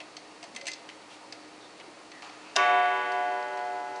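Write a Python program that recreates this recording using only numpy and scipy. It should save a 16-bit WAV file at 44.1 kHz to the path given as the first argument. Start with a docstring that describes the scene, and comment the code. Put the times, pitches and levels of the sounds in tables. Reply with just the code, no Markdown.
"""In a small, quiet room, over soft hiss and faint hum, a hand turns the minute hand of a wooden pendulum wall
clock up to the hour. Levers click and slip in the brass movement, a spring pings, fingers rub. The strike train
is let go with a jolt and whirrs. Then the hammer knocks a coiled wire gong once: a clack of metal, a wooden
thud and a brief sizzle. The gong's paired modes beat as they ring on, over a faint wash of its weaker modes and
a few last ticks."""
import sys
import numpy as np
from scipy import signal
from scipy.fft import rfft, irfft
from scipy.io import wavfile

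SR = 44100
rng = np.random.default_rng(int(sys.argv[2]) if len(sys.argv) > 2 else 0)


def materialize(psi):
    """Save the field psi as 16-bit PCM at rate SR to the path in sys.argv[1].

    A 1-D psi becomes a single channel; in a 2-D psi each row is a channel.
    """
    bounded = np.clip(np.atleast_2d(psi).T, -1, 1)
    quanta = np.round(bounded * 32767).astype(np.int16)
    wavfile.write(sys.argv[1], SR, quanta)


N = 176400
TIME = np.arange(N) / SR

# The coil's paired modes: pitch_hz, level_db, t60_s, twin_offset_hz, twin_level_db, twin_t60_s,
# twin_polarity (+1 swings with its partner, -1 against)
GONG_PAIRS = [ (291.9, -54, 5.9, 6, -64, 5, 1), (382.2, -38.5, 10, 5.1, -44, 4.8, 1),
              (483.2, -42, 8.8, 3.1, -55, 7.6, -1), (597.5, -35.5, 11, 1.15, -46, 9, 1),
              (717.6, -22.3, 3.4, 2.17, -27, 8.5, -1), (851.6, -34, 18, -3.6, -39, 2, -1),
              (988.1, -33.7, 6, 4.85, -33.7, 4.9, 1), (1146.8, -23, 2.4, -10.4, -33, .5, -1),
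              (1305.8, -47.5, 12, .7, -44.5, 3.5, 1), (1474, -27, 3.8, -11.9, -45, 8.5, -1),
              (1651.4, -31, 3.8, -15, -52, 5.2, -1), (1838.5, -35, 3.6, -18.9, -41, 2.3, -1),
              (2031, -35, 5, -22.3, -43, 2.6, 1), (2233.7, -33, 1.9, -27.7, -35, 2.4, 1),
              (2444.5, -41, 3.6, -31.7, -36, .85, 1), (2663.2, -35, 2.7, -37.5, -35, .7, 1),
              (2889, -44, 2.9, -41.1, -42, .8, 1), (3122.3, -37, 2.9, -47.6, -44, .75, 1),
              (3361.3, -54, 4.5, -44, -62, .6, 1), (3607.2, -40, 1.9, -32.6, -52, .5, 1),
              (3861.1, -46, 1.3, 45, -60, .7, 1), (4390.9, -54, 1.4, -45, -66, .6, 1), ]
STRIKE_S, GONG_SWELL_S, GONG_TRIM_DB = 2.5635, 0.012, 0.09
# The coil's dense upper modes: pitch_hz, width_hz, gain_db
SIZZLE_MODES = [(2400, 810, 1), (5360, 600, -0.5), (5900, 540, 0), (7160, 650, -11)]
SIZZLE_DB, SIZZLE_T60_S = -38.5, 0.51
# The coil's dense weak modes, ringing between its main tones: pitch_hz, width_hz, gain_db
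AFTERRING_MODES = [(170, 80, -26), (360, 63, -10.5), (450, 120, -12), (676, 40, 1.5), (757, 50, 2.5),
                   (1040, 370, -11), (1600, 440, -10), (2300, 800, -12), (2890, 120, -8.5),
                   (3500, 600, -20.5)]
AFTERRING_DB, AFTERRING_T60_S = -35.5, 2.9

# The hammer blow and its rattle: start_s, clack_db, thud_db
BLOWS = [(2.5565, -32, -27.5), (2.5617, -15, -27), (2.5636, -23, -20), (2.5675, -25.5, -25)]
HAMMER_RISE_S, CLACK_DECAY_S, THUD_DECAY_S = 0.00068, 0.0025, 0.0073
# Metal of the hammer and gong mount: pitch_hz, width_hz, gain_db
HAMMER_MODES = [(1650, 310, -12), (2050, 170, -5), (2770, 185, 3.5), (3850, 200, 2), (5010, 180, 4),
                (5540, 390, -1), (6180, 250, -1), (7300, 450, -10), (8700, 2200, -22)]
# Wood of the case: pitch_hz, width_hz, gain_db
CASE_MODES = [(420, 97, -14.5), (592, 110, -6), (699, 43, 5), (765, 60, -1.5), (904, 290, -10.5),
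              (1060, 100, -9.5), (1550, 340, -14.5)]

# Lever clicks and escapement ticks: start_s, ring_db, snap_db, knock_db, snap_cutoff_hz
CLICKS = [ (.002, -40, -45, -50, 6040), (.012, -46, -50, -48, 5040), (.1665, -43.5, -36, -53, 5570),
          (.4272, -41, -45.5, -42.5, 8100), (.4385, -46, -46.5, -53, 9100), (.548, -48, -47, -62, 9000),
          (.5615, -38, -37, -50, 11100), (.573, -48, -56, -56, 7000), (.611, -45.5, -43, -56, 7000),
          (.6545, -44, -46, -56, 10000), (.6673, -37, -31.5, -51, 9900), (.676, -34, -38, -58, 8950),
          (.6814, -34.5, -34, -52, 10000), (.6954, -44, -47, -56, 8000), (0.715, -48, -34.5, -62, 6540),
          (0.7327, -50, -35, -58, 6500), (.8888, -39.5, -46.5, -56, 6000), (.897, -45, -49, -55, 6000),
          (1.3228, -43.5, -38.5, -45.5, 6540), (1.7985, -43, -48, -54, 4500), (1.808, -47, -56, -57, 4000),
          (2.116, -49, -48, -62, 8060), (2.221, -42.5, -49, -50.5, 5000), (2.292, -49, -49, -52, 5000),
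          (3.118, -45, -45, -60, 7500), (3.425, -60, -46.5, -66, 5000), (3.572, -45, -47.5, -55, 7000),
          (3.59, -47, -58, -53, 5020), (3.959, -56, -48, -65, 7000), ]
CLICK_RISE_S, CLICK_DECAY_S, KNOCK_DECAY_S = 0.00033, 0.0051, 0.012
# Brass levers and wheels: pitch_hz, width_hz, gain_db
LEVER_MODES = [(1790, 450, -9.5), (2070, 160, 0.5), (2360, 250, -4), (2620, 130, 0), (3030, 340, -6),
               (3500, 470, -9.5), (4320, 410, -2), (4840, 420, -3), (5410, 360, -6), (6240, 360, -5),
               (7650, 250, -6.5), (8400, 290, -10.5), (9800, 590, -16.5)]
SNAP_FROM_HZ = 3200
# Harder slips that pluck a lever spring: start_s, level_db
SPRING_PLUCKS = [(0.564, -34), (.612, -45), (0.683, -31.5), (.695, -36.5)]
SPRING_HZ, SPRING_T60_S, SPRING_RISE_S = 2054, 0.13, .002
# Tone colour of the spinning strike train: pitch_hz, width_hz, gain_db
WHIRR_MODES = [(730, 200, -2), (1200, 310, 0.5), (1820, 300, -4.5), (2580, 400, -4), (4550, 900, -11),
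               (6560, 1200, -16.5)]
RELEASE_S, JOLT_DB, JOLT_DECAY_S, WHIRR_DB = 2.222, -45, 0.041, -53
# Soft rubs and creaks: start_s, length_s, pitch_hz, width_hz, level_db
RUBS = [(.45, 0.16, 228, 25, -59), (.61, 0.072, 558, 25, -48), (1.084, .1, 2900, 1500, -52.5),
        (1.192, 0.083, 935, 50, -50), (1.6, 0.087, 3580, 160, -57), (1.802, 0.12, 360, 40, -53.5),
        (2.11, 0.12, 1870, 120, -51.5), (2.42, 0.13, 2600, 250, -54.5)]

# Decay of the small room: frequency_hz, t60_s
ROOM_T60 = [(200, .5), (700, 0.79), (2000, 0.47), (5000, 0.38), (10000, 0.19)]
ROOM_FADE_IN_S, HAMMER_WET_DB, MOVEMENT_WET_DB = 0.0013, -17, -12
# Tone curve of the hiss: frequency_hz, relative_db
HISS_CURVE = [(15, -63), (25, -36), (85, -25), (118, -17.5), (152, -17.5), (172, -14), (271, -10),
              (307, -3.5), (331, -7.5), (470, -6.5), (532, -7), (574, -7.5), (634, -8.5), (815, -6.5),
              (879, -8.5), (1190, -10), (1600, -14.5), (1820, -14.5), (1960, -14), (2280, -13.5),
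              (3580, -19.5), (3860, -16.5), (10000, -28.5), (13000, -77.5), (22000, -120)]
HISS_DB, HIGH_CUT_HZ = -50.5, 10150
# Hum and faint tones in the air: pitch_hz, level_db, width_hz
HUM_TONES = [(306.4, -60, 1.47), (120, -77.5, 2.6), (566, -66.5, 5.4), (691, -66.5, 7), (935, -66.5, 9.3),
             (1240, -68.5, 6.1), (1852, -69, 15), (2720, -70.5, 40), (4450, -69, 25), (4530, -72, 200)]


def gong():
    """The struck coil sings: each pair of close modes rings down, beating at the rate of its offset."""
    age, out = np.maximum(TIME - STRIKE_S, 0), 0
    for hz, db, t60, offset_hz, twin_db, twin_t60, polarity in GONG_PAIRS:
        phase = rng.uniform(0, 2 * np.pi)
        pair = (hz, from_db(db), t60), (hz + offset_hz, polarity * from_db(twin_db), twin_t60)
        for mode_hz, gain, ring_s in pair:
            out = out + gain * ring_down(age, ring_s) * np.sin(2 * np.pi * mode_hz * age + phase)
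    return from_db(GONG_TRIM_DB) * out * attack(age, GONG_SWELL_S)


def afterring():
    """A wash behind the gong: its dense weak modes die away, and the coil sizzles briefly."""
    age = np.maximum(TIME - STRIKE_S, 0)
    wash = ring_down(age, AFTERRING_T60_S) * body(rng.standard_normal(N), AFTERRING_MODES)
    sizzle = ring_down(age, SIZZLE_T60_S) * body(rng.standard_normal(N), SIZZLE_MODES)
    return (from_db(AFTERRING_DB) * wash + from_db(SIZZLE_DB) * sizzle) * attack(age, GONG_SWELL_S)


def hammer():
    """The hit: a hard clack of metal and a thud of the case that carries the gong."""
    starts, clack_db, thud_db = np.transpose(BLOWS)
    clack = body(contacts(starts, clack_db, HAMMER_RISE_S, CLACK_DECAY_S), HAMMER_MODES)
    thud = body(contacts(starts, thud_db, HAMMER_RISE_S, THUD_DECAY_S), CASE_MODES)
    return clack + thud


def movement():
    """Levers slip and drop: a low ring, a bright snap and a little knock in the wood."""
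    starts, ring_db, snap_db, knock_db, cutoffs_hz = np.transpose(CLICKS)
    low_modes = [mode for mode in LEVER_MODES if mode[0] < SNAP_FROM_HZ]
    high_modes = [mode for mode in LEVER_MODES if mode[0] >= SNAP_FROM_HZ]
    ring = body(contacts(starts, ring_db, CLICK_RISE_S, CLICK_DECAY_S), low_modes)
    snap = body(contacts(starts, snap_db, CLICK_RISE_S, CLICK_DECAY_S, cutoffs_hz), high_modes)
    knock = body(contacts(starts, knock_db, CLICK_RISE_S, KNOCK_DECAY_S), CASE_MODES)
    return ring + snap + knock


def spring():
    """A lever spring pings on one thin note; each pluck tops up its energy."""
    energy = 0
    for start_s, db in SPRING_PLUCKS:
        age = np.maximum(TIME - start_s, 0)
        pluck = from_db(db) * attack(age, SPRING_RISE_S) * ring_down(age, SPRING_T60_S)
        energy = energy + pluck ** 2
    return np.sqrt(energy) * np.sin(2 * np.pi * SPRING_HZ * TIME)


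def strike_train():
    """The freed wheels start with a rattling jolt, then settle to a faint, grainy whirr."""
    age = np.maximum(TIME - RELEASE_S, 0)
    envelope = (age > 0) * (from_db(JOLT_DB) * np.exp(-age / JOLT_DECAY_S) + from_db(WHIRR_DB))
    teeth = rms_one(rng.standard_normal(N) * rng.exponential(1, N))
    return envelope * body(teeth, WHIRR_MODES)


def rubs():
    """Fingers, clock hand and arbor rub: each stroke of friction swells and fades in one resonance."""
    out = 0
    for start_s, length_s, hz, width_hz, db in RUBS:
        swell = np.sin(np.pi * np.clip((TIME - start_s) / length_s, 0, 1))
        out = out + from_db(db) * swell * rms_one(resonate(rng.standard_normal(N), hz, width_hz))
    return out


def room(x, wet_db):
    """The small room adds a diffuse tail that dies faster in the treble."""
    age, tail = TIME[:SR], 0
    edges_hz = np.geomspace(100, 12800, 11)
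    for low, high in zip(edges_hz, edges_hz[1:]):
        bandpass = signal.butter(2, [low, high], "band", fs=SR, output="sos")
        band = signal.sosfilt(bandpass, rng.standard_normal(SR))
        tail = tail + band * ring_down(age, at_hz(ROOM_T60, np.sqrt(low * high)))
    tail = tail * attack(age, ROOM_FADE_IN_S)
    return x + from_db(wet_db) * signal.fftconvolve(x, tail / np.sqrt(np.sum(tail ** 2)))[:N]


def room_tone():
    """The bed: steady hiss with a wavering hum and a few faint narrow tones."""
    hz = np.arange(N // 2 + 1) * SR / N
    hiss = irfft(rfft(rng.standard_normal(N)) * from_db(at_hz(HISS_CURVE, hz)), N)
    out = from_db(HISS_DB) * rms_one(hiss)
    for tone_hz, db, width_hz in HUM_TONES:
        phase_drift = np.cumsum(rng.standard_normal(N)) * np.sqrt(2 * np.pi * width_hz / SR)
        out = out + from_db(db) * np.sqrt(2) * np.sin(2 * np.pi * tone_hz * TIME + phase_drift)
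    return out


def contacts(starts_s, levels_db, rise_s, decay_s, cutoffs_hz=None):
    """Each contact is a short, dying burst of chatter, dulled above its cutoff if it has one."""
    force, age = np.zeros(N), TIME[:SR // 10]
    envelope = attack(age, rise_s) * np.exp(-age / decay_s)
    for k, (start_s, db) in enumerate(zip(starts_s, levels_db)):
        start = int(start_s * SR)
        burst = 2 * from_db(db) * envelope * rng.choice([-1, 1], len(age))
        if cutoffs_hz is not None:
            burst = signal.lfilter(*signal.butter(3, cutoffs_hz[k], fs=SR), burst)
        force[start:start + len(age)] += burst[:N - start]
    return force


def body(x, modes):
    """Parallel resonances of alternating polarity; white noise keeps about its level."""
    power = sum(from_db(db) ** 2 * np.pi * width / SR for _, width, db in modes)
    rings = ((-1) ** k * from_db(db) * resonate(x, hz, width) for k, (hz, width, db) in enumerate(modes))
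    return sum(rings) / np.sqrt(power)


def resonate(x, hz, width_hz):
    """One resonance with unity gain at its peak."""
    radius = np.exp(-np.pi * width_hz / SR)
    feedback = [1, -2 * radius * np.cos(2 * np.pi * hz / SR), radius ** 2]
    return signal.lfilter(np.array([1, 0, -1]) * (1 - radius ** 2) / 2, feedback, x + 1e-18)


def attack(age, rise_s):
    """An envelope that eases up from silence to full level."""
    return 1 - np.exp(-age / rise_s)


def ring_down(age, t60_s):
    """An envelope that falls 60 dB in t60_s."""
    return np.exp(-np.log(1000) * age / t60_s)


def at_hz(curve, hz):
    """Read a curve on a log-frequency axis."""
    points_hz, values = np.transpose(curve)
    return np.interp(np.log(np.maximum(hz, 1)), np.log(points_hz), values)


def from_db(db):
    """Decibels to gain."""
    return 10 ** (np.asarray(db) / 20)


def rms_one(x):
    """Scale to unit rms."""
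    return x / np.sqrt(np.mean(x ** 2) + 1e-20)


def scene():
    """The mono mix: clockwork and chime over room tone, with reverb on the mechanism and hammer."""
    works = room(movement() + spring() + strike_train(), MOVEMENT_WET_DB) + rubs()
    chime = room(hammer(), HAMMER_WET_DB) + gong() + afterring()
    return (works + chime + room_tone())[None]


def record(dry):
    """A steep high cut takes the air off the top."""
    return signal.sosfilt(signal.ellip(12, .1, 80, HIGH_CUT_HZ, fs=SR, output="sos"), dry)


dry = scene()
out = record(dry)
materialize(out)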